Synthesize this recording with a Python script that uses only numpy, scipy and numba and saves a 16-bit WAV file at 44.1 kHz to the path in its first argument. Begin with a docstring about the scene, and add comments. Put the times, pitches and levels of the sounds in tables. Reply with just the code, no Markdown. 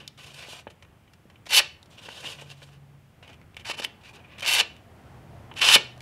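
"""A pocket knife slices strips off a hand-held sheet of paper over a wooden bench, close to a phone.
The edge snaps fibres: a dense random crackle that the sheet radiates with an uneven spectrum.
Between strokes fingers and blade slide on the sheet, tick it in short bursts and knock low modes.
A small room rings briefly (decaying noise bands) over shaped-noise rumble, tyre noise and wavering hums."""
import sys
import numpy as np
from scipy import signal
from scipy.fft import rfft, irfft
from scipy.io import wavfile
from scipy.ndimage import uniform_filter1d
from numba import njit

SR = 44100
rng = np.random.default_rng(int(sys.argv[2]) if len(sys.argv) > 2 else 0)


def digitize_waveform(pressure):
    """Quantize a signal to 16-bit integers and store it at the path in sys.argv[1].

    Rows of a 2-D input are taken as channels; values are limited to [-1, 1].
    """
    field = np.atleast_2d(pressure).T
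    bounded = np.clip(field, -1, 1)
    quanta = np.round(bounded * 32767).astype(np.int16)
    wavfile.write(sys.argv[1], SR, quanta)


N = 265129
T = np.arange(N) / SR  # s

# Force spectrum of slides and ticks: (frequency [Hz], density [dB per Hz])
SLIDE_COLOUR = [(120, -37), (250, -22), (580, -12), (1300, -16), (1900, -5), (3000, 0), (4000, -5),
                (6000, -12), (8500, -18.5), (11000, -21), (15700, -37)]


def undb(db):
    """Decibels to gain."""
    return 10 ** (np.asarray(db) / 20)


def unit(x):
    """Scale to rms 1."""
    return x / np.sqrt(np.mean(x ** 2))


def on_log(hz, points):
    """Read (Hz, value) points on a log frequency axis."""
    point_hz, values = np.transpose(points)
    return np.interp(np.log(np.maximum(hz, 1)), np.log(point_hz), values)


def walk(rate_hz):
    """Random levels held 1 / rate_hz s and slewed; rms 1."""
    held = rng.standard_normal(N)[(T * rate_hz).astype(int)]
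    return unit(uniform_filter1d(held, max(int(SR / rate_hz), 2)))


@njit
def svf(x, hz, width_hz):
    """State-variable band-pass with a moving centre, gain 1 at the centre."""
    y, band, low = np.empty(len(x)), 0., 0.
    for i in range(len(x)):
        g, k = np.tan(np.pi * hz[i] / SR), width_hz / hz[i]
        v = (band + g * (x[i] - low)) / (1 + g * (g + k))
        low += 2 * g * v
        band = 2 * v - band
        y[i] = k * v
    return y


def background():
    """Rumble, tyre noise and hiss as shaped noise; the low parts swell slowly and flicker."""
    # Noise spectrum: (frequency [Hz], density [dB per Hz])
    spectrum = [(15, -50), (30, -21.5), (50, -17), (80, -5), (140, -7.5), (260, -19), (500, -26),
                (900, -29), (1400, -30.5), (2000, -30.5), (3100, -33), (3900, -40), (6000, -43.5),
                (10000, -44.5), (15700, -48)]
    # Outdoor rumble swell: (time [s], level below 250 Hz [dB], level 250-1500 Hz [dB])
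    swell = [(0, 2, 4), (1, 2, 3), (2, 1, 6), (2.998, 2.5, 4), (4, 3, 8.5), (4.799, 4.5, 10.5),
             (5.2, 7, 12.5), (5.5, 10, 12), (6.02, 6.5, 11)]
    level_db = -57.5
    hz = np.linspace(0, SR / 2, N // 2 + 1)
    noise = rfft(rng.standard_normal(N)) * undb(on_log(hz, spectrum))
    noise = noise / np.sqrt(np.mean(irfft(noise, N) ** 2))
    below_250 = 1 / (1 + (hz / 250) ** 6)
    below_1500 = 1 / (1 + (hz / 1500) ** 4)
    s, bass_points_db, mid_points_db = np.transpose(swell)
    bass_db, mid_db = np.interp(T, s, bass_points_db), np.interp(T, s, mid_points_db)
    out = irfft(noise * below_250, N) * undb(bass_db + 1.267 * walk(3))
    out += irfft(noise * (below_1500 - below_250), N) * undb(mid_db + 2.0 * walk(9))
    out += irfft(noise * (1 - below_1500), N) * undb(0.311 * mid_db)
    # tyre noise of distant traffic stands out when the rumble swells
    tyres = unit(svf(rng.standard_normal(N), 760 * (1 + .08 * walk(5.9)), 210.0))
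    out += tyres * undb(-24.0 + 1.9 * mid_db + 2.0 * walk(6.6))
    return undb(level_db) * out


def hums():
    """Low gliding tones that swell, fade and waver slightly in level and pitch."""
    # Hums: (start [s], length [s], first pitch [Hz], last pitch [Hz], level at mid-swell [dB rms])
    hum_rows = [(0, 0.67, 138.8, 142.2, -58), (2.205, 0.93, 137.6, 142.4, -53), (4.85, 0.12, 84, 80.2, -54),
                (5.046, 0.43, 123.8, 126, -53), (5.513, 0.98, 123, 126.7, -50)]
    swell_power = 0.54  # exponent of the half-sine swell
    waver_hz, waver_db = 1.486 * walk(8.9), 1.5 * walk(8.3)
    out = 0
    for s, length_s, first_hz, last_hz, db in hum_rows:
        done = np.clip((T - s) / length_s, 0, 1)
        pitch_hz = first_hz + (last_hz - first_hz) * done + waver_hz
        phase = 2 * np.pi * np.cumsum(pitch_hz) / SR
        swell = np.abs(np.sin(np.pi * done)) ** swell_power
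        out = out + np.sqrt(2) * swell * undb(db + waver_db) * np.sin(phase)
    return out


def crackle(rate_hz, spread_db, patchy_db, patch_rate_hz):
    """Fibres let go at random moments with uneven strength, in patches."""
    strength = undb(spread_db * rng.exponential(size=N))
    snaps = (rng.random(N) < rate_hz / SR) * rng.choice([-1, 1], N) * strength
    return unit(snaps * undb(patchy_db * walk(patch_rate_hz)))


def split(hz):
    """Gains of four neighbouring bands, low to high; their powers sum to 1."""
    # Band edges: [Hz]
    edges_hz = 1500, 3700, 6600
    below = [0 * hz] + [1 / (1 + (hz / f) ** 12) for f in edges_hz] + [0 * hz + 1]
    return np.sqrt(np.clip(np.diff(below, axis=0), 0, 1))


def causal(gain):
    """Minimum-phase response of unit energy with the shape of the gain curve."""
    size = 2 * (len(gain) - 1)
    cepstrum = irfft(np.log(gain + 1e-4 * gain.max()))
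    cepstrum[1:size // 2] *= 2
    cepstrum[size // 2 + 1:] = 0
    return unit(irfft(np.exp(rfft(cepstrum)))) / np.sqrt(size)


def sheet(force, parts_db, colour, ripple_db):
    """The paper radiates the force in four bands; its rippled response changes as it bends between two shapes."""
    # Spectral peaks and dips of the sound, broad and narrow:
    # (frequency [Hz], width [Hz], level relative to the colour [dB])
    peaks = [(622.6, 150, 1), (1217, 150, 1), (2230, 37, 9.5), (2400, 110, 5.5), (2716, 90, 7),
             (3025, 41, 3), (3010, 64, 5.5), (3710, 90, 3), (4500, 110, 2), (5350, 93, 3), (8530, 58, 7),
             (10900, 280, -4)]
    hz = np.linspace(0, SR / 2, 1025)
    db = on_log(hz, colour) + sum(d / (1 + (2 * (hz - f) / w) ** 2) for f, w, d in peaks)
    bend = .5 + .5 * np.tanh(5.4 * walk(15))
    parts = 0
    for share in bend, 1 - bend:
        ripple = unit(uniform_filter1d(rng.standard_normal(len(hz)), size=7))
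        shape = undb(db + ripple_db * ripple)
        radiated = [signal.oaconvolve(force * share * undb(part_db), causal(shape * band))[:N]
                    for part_db, band in zip(parts_db, split(hz))]
        parts = parts + np.array(radiated)
    return parts


def spans(tables, fade_s):
    """Join the tables into columns over time, and a gate that is open inside them."""
    rows = np.array(sorted(tuple(row) for table in tables for row in table))
    gate = sum((T >= table[0][0]) & (T < table[-1][0]) for table in tables) > 0
    gate = uniform_filter1d(gate * 1., max(int(fade_s * SR), 1))
    return gate, [np.interp(T, rows[:, 0], column) for column in rows[:, 1:].T]


def bursts(rows, rise_db, fall_db):
    """Each short event climbs to its peak and drops again, at one colour."""
    return [[(s - rise_s, db - rise_db, *rest), (s, db, *rest), (s + fall_s, db - fall_db, *rest)]
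            for s, rise_s, fall_s, db, *rest in rows]


def friction(tables, grain, colour, boom_db, bite_db, sizzle_db, ring_db, ring_width_hz,
             broad_db, flicker_db, fade_s):
    """Crackle under the pressure curve, with a resonance that follows the free length of paper."""
    gate, (db, treble_db, hz) = spans(tables, fade_s)
    # the boom grows more slowly than the level: 0.24 dB lost per dB above -31 dB
    boom_share_db = boom_db - 0.24 * (db + 31)
    # 1.96 dB of sizzle per dB of treble
    shares_db = boom_share_db, 0, bite_db + treble_db, sizzle_db + 1.96 * treble_db
    # different areas of the sheet favour different pitches, so each part flickers on its own
    parts_db = [share_db + flicker_db * walk(70) for share_db in shares_db]
    boom, body, bite, sizzle = sheet(grain * gate * undb(db), parts_db, colour, ripple_db=2.25)
    ring = svf(body, hz * (1 + 0.025 * walk(43)), ring_width_hz)
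    return boom + undb(broad_db) * body + undb(ring_db) * ring + bite + sizzle


def slides_and_rubs():
    """Skin or the flat of the blade rubs the sheet: soft, patchy crackle under slow pressure curves."""
    # Slides while regripping: (time [s], level [dB], treble [dB], sheet resonance [Hz])
    slide_tables = ([(0.175, -56, -2, 2810), (0.187, -52, -4.5, 2820), (0.225, -55, -1.5, 2700),
                    (0.235, -47.5, -1.5, 2580), (0.317, -54.5, -2.5, 2950), (0.345, -53.5, -1, 2800),
                    (0.415, -43.5, -4.5, 2230), (0.457, -48.5, -5.5, 2390), (0.485, -53.5, -0.5, 2850),
                    (0.529, -40.5, -2.5, 3030), (0.573, -50.5, -3.5, 2980), (0.591, -48, -4, 2730),
                    (0.63, -71, 0, 2590)], [(1.9, -70, 2, 2900), (1.914, -56, -1, 2920),
                    (1.968, -60.5, -4, 2930), (1.996, -46.5, -5.5, 2930), (2.008, -58.5, -4, 2970),
                    (2.036, -47, -3, 3040), (2.066, -47.5, -5.5, 2960), (2.204, -45, -3, 3200),
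                    (2.216, -51.5, -2, 2940), (2.266, -36.5, -6.5, 2950), (2.298, -43, -2, 3000),
                    (2.35, -46, -3.5, 2980), (2.358, -53, -2, 3000), (2.385, -48, -9.5, 2930)],
                    [(2.385, -55, -3, 2940), (2.411, -48.5, -3, 2950), (2.447, -60, -3, 2860),
                    (2.513, -49.5, -3, 2730), (2.557, -66, -2.5, 2820), (2.575, -62, -1, 2720),
                    (2.611, -63, -1.5, 3020), (2.629, -45, -5, 3060), (2.651, -68, 1.5, 2910),
                    (2.757, -64.5, -3.5, 2760), (2.78, -80, -5, 2920)])
    # Short rubs: (peak time [s], rise [s], fall [s], level [dB], treble [dB], sheet resonance [Hz])
    rubs = [(.002, 0.0041, 0.081, -50.5, -6.5, 2850), (3.23, 0.005, 0.045, -48.5, -8.5, 2400),
            (3.30, 0.011, .06, -55, -10, 2430), (4.02, 0.012, .014, -58, -6, 2700),
            (4.06, 0.026, 0.056, -45.5, -5, 2400), (4.16, 0.029, 0.029, -50.5, -2.5, 2440),
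            (4.195, 0.0069, .025, -52.5, -13, 2460), (4.245, 0.007, 0.029, -50, -20.5, 2350),
            (4.32, 0.078, 0.14, -48.5, -14.5, 2380)]
    grain = crackle(rate_hz=14000, spread_db=2.0, patchy_db=2.0, patch_rate_hz=80)
    return friction([*slide_tables, *bursts(rubs, rise_db=7, fall_db=13.5)], grain, SLIDE_COLOUR,
                    boom_db=-10.5, bite_db=-1.0, sizzle_db=-3.5, ring_db=0.0, ring_width_hz=650.0,
                    broad_db=-11.0, flicker_db=0.66, fade_s=.005)


def room(x):
    """Diffuse tail: noise bands that die at their own rate."""
    # Tail spectrum: (frequency [Hz], level [dB])
    room_colour = [(200, 9.5), (3000, -2), (6000, -3), (9000, -11), (15000, -16)]
    # Tail decay: (frequency [Hz], t60 [s])
    room_decay = [(300, 0.36), (800, 0.28), (2100, 0.37), (5500, 0.3), (10000, 0.11), (15000, 0.1566)]
    level_db, onset_s = -18.5, 0.0018
    t, tail = T[:SR // 2], 0
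    for hz in 180 * 2 ** np.arange(0, 6.6, .5):
        band = svf(rng.standard_normal(len(t)), np.full(len(t), hz), hz / 3)
        band = unit(band) * np.sqrt(hz)  # power grows with bandwidth
        tail = tail + band * undb(on_log(hz, room_colour) - 60 * t / on_log(hz, room_decay))
    tail = tail * (1 - np.exp(-t / onset_s))
    return undb(level_db) * signal.oaconvolve(x, tail / np.sqrt(np.sum(tail ** 2)))[:N]


def ticks():
    """Each tick or scuff is a sudden burst of snaps that dies quickly; longer ones also start softer."""
    # Ticks and scuffs: (time [s], level [dB], 60 dB fade [s], boom [dB], treble [dB])
    tick_rows = [(0.0771, -41.5, 0.017, -30, 10), (0.6695, -42.5, 0.038, 3, -21),
                 (0.6987, -44.5, 0.056, -9, -2.5), (0.823, -45, .048, 0, -4.5),
                 (0.847, -49.5, 0.022, 1, -10), (1.077, -52, 0.021, -3, -20), (1.1341, -51.5, 0.028, 2, 4),
                 (1.2975, -48.5, .039, 0.5, -3.5), (1.357, -48, 0.024, -18, -20),
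                 (1.4563, -41.5, 0.014, -7, -2), (1.462, -36.5, 0.056, -3, 0),
                 (1.6007, -18, 0.022, -4.5, -18), (1.8281, -56, 0.015, -14, 14.5),
                 (1.8582, -58.5, .018, -11, 8), (1.9844, -49, 0.03, -24, -10), (2.0875, -34, .015, 2, -8),
                 (2.231, -40, 0.024, 5, -9), (2.2442, -39.5, 0.013, 11.5, -16),
                 (2.618, -50.5, 0.033, 10.5, -3), (2.6885, -54, 0.017, 6, -3),
                 (3.226, -46.5, 0.013, 5, -16), (3.2748, -42.5, 0.039, -4, -6.5),
                 (3.2906, -45, 0.064, 3, -3.5), (3.328, -41, 0.06, -14.5, -8),
                 (3.414, -52, 0.02, 4.5, -4.5), (3.5443, -48.5, 0.014, -25.5, -7),
                 (3.5657, -35, 0.059, -11.5, -10), (3.5942, -38.5, 0.046, -8.5, -5.5),
                 (3.606, -45, .045, -8, -6), (3.796, -37, 0.011, -5, -8),
                 (3.8466, -21.5, 0.014, -23.5, -13), (4.381, -33, 0.057, -10, -9),
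                 (4.3942, -43, 0.024, -7, -1), (4.4053, -33, 0.029, -16, -5),
                 (4.4212, -22, 0.054, -7.5, -5.5), (4.449, -26, 0.038, -11, -6), (4.765, -49, .018, -3, 0),
                 (5.513, -38.5, 0.038, 0, -25.5), (5.5389, -41.5, 0.01, -15, -3),
                 (5.5654, -33, 0.059, -21, -9.5), (5.615, -18, .03, -24, -3), (5.9774, -51, 0.014, 2, 5),
                 (6.0054, -31.5, 0.0091, -30, -1.5)]
    rise_per_s, sizzle_db = 1, -7.5  # rise [s] = rise_per_s * fade_s ** 2; sizzle relative to treble
    force, parts_db = np.zeros(N), np.zeros((4, N))
    grain = crackle(rate_hz=22000, spread_db=0.5, patchy_db=4, patch_rate_hz=880)
    for s, db, fade_s, boom_db, treble_db in tick_rows:
        i = int(s * SR)
        t = T[i:i + int(2 * fade_s * SR)] - T[i]
        rise = 1 - np.exp(-t / (rise_per_s * fade_s ** 2))
        force[i:i + len(t)] += undb(db - 60 * t / fade_s) * rise
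        # the colour holds until the next tick
        parts_db[:, i:] = np.array([[boom_db, 0, treble_db, treble_db + sizzle_db]]).T
    return sum(sheet(force * grain, parts_db, SLIDE_COLOUR, ripple_db=1))


def knocks():
    """The taut sheet pops or a finger taps it: a short smooth push rings a few low modes."""
    # Knocks: (time [s], level before the high-pass [dB], push length [s])
    knock_rows = [(0.484, -34.5, 0.00086), (0.532, -33, 0.00056), (0.6695, -24, 0.00025),
                  (1.254, -41, 0.0024), (2.086, -29.5, 0.0002), (2.24, -40, 0.00044), (2.422, -32, 0.0003),
                  (2.632, -44, 0.00033), (3.698, -24, 0.00074), (3.799, -24, 0.00057),
                  (4.614, -32, 0.00089), (5.76, -9, 0.00028)]
    # Modes: (frequency [Hz], level [dB], t60 [s])
    knock_modes = [(245, -14.5, 0.044), (460, -6, 0.027), (608, 12.5, 0.019), (863, 11.5, 0.022),
                   (1324, -22, 0.00677), (1590, 6.5, 0.013), (2100, -16, 0.036), (2560, -7, 0.051)]
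    t = T[:SR // 5]
    ring = sum(undb(db - 60 * t / t60_s) * np.sin(2 * np.pi * hz * t) for hz, db, t60_s in knock_modes)
    out = np.zeros(N + SR)
    for s, db, push_s in knock_rows:
        hit = np.convolve(ring, np.hanning(int(push_s * SR) + 3))
        i = int(s * SR)
        out[i:i + len(hit)] += undb(db) * hit / np.abs(hit).max()
    # a small sheet cannot push slow air
    return signal.sosfilt(signal.butter(2, 170, "high", fs=SR, output="sos"), out[:N])


def cuts():
    """The edge snaps fibres: dense crackle under the curves of full strokes and of brief crackles."""
    # Three full strokes: (time [s], level [dB], treble above the level [dB], sheet resonance [Hz])
    strokes = ([(1.505, -36, -1, 2660), (1.523, -21, -7, 2580), (1.563, -21, 2.5, 2530),
               (1.593, -15.5, -2, 2685), (1.6, -17, -7, 2662)], [(4.461, -26.5, -5.5, 2620),
               (4.477, -22.5, -4, 2600), (4.541, -25.5, -1, 2660), (4.609, -16, -7.5, 3060),
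               (4.622, -36, -12, 2910)], [(5.597, -33.5, -6, 2850), (5.619, -20.5, -8, 2660),
               (5.687, -17, -5.5, 2930), (5.725, -16, -4.5, 2940), (5.755, -13.5, -1, 3160),
               (5.768, -16.5, -12.5, 2940)])
    # Brief crackles, some as the blade sets on the edge before a stroke, some in short jerky cuts:
    # (peak time [s], rise [s], fall [s], level [dB], treble [dB], sheet resonance [Hz])
    brief_crackles = [(1.496, 0.011, .009, -34.5, -3.5, 2643), (3.712, 0.065, 0.011, -27, -7, 2360),
                      (3.742, 0.013, 0.013, -38, -7, 2370), (3.799, 0.03, .011, -32, -5.5, 2730),
                      (3.823, 0.0074, 0.0064, -31, -8, 3020), (3.848, 0.019, 0.0058, -32.5, -2.5, 2600),
                      (4.452, 0.021, .009, -29, -9.5, 2400), (5.569, 0.016, 0.03, -41, -6, 2537)]
    # Force spectrum: (frequency [Hz], density [dB per Hz])
    cut_colour = [(88, -59), (150, -37), (326, -19), (683, -10), (1200, -11.5), (1320, -18.5),
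                  (1550, -12.5), (1990, -14), (2880, -9), (3640, -14), (4330, -14), (6510, -20),
                  (10600, -11), (15600, -29)]
    grain = crackle(rate_hz=11000, spread_db=2.5, patchy_db=-1.5, patch_rate_hz=300)
    return friction([*strokes, *bursts(brief_crackles, rise_db=17, fall_db=8.5)], grain, cut_colour,
                    boom_db=-11.5, bite_db=1.0, sizzle_db=-4.5, ring_db=-4.5, ring_width_hz=880.0,
                    broad_db=-4.5, flicker_db=1.08, fade_s=0.0046)


def scene():
    """Knife, fingers, ticks and knocks in the room, over the background and hums."""
    near = cuts() + slides_and_rubs() + ticks() + knocks()
    return (near + room(near) + background() + hums())[None]


def record(dry):
    """The phone rounds the loudest peaks and cuts the top steeply."""
    headroom, top_hz = .9, 15700
    rounded = headroom * np.tanh(dry / headroom)
    return signal.sosfilt(signal.ellip(12, .2, 80, top_hz, fs=SR, output="sos"), rounded)


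dry = scene()
out = record(dry)
digitize_waveform(out)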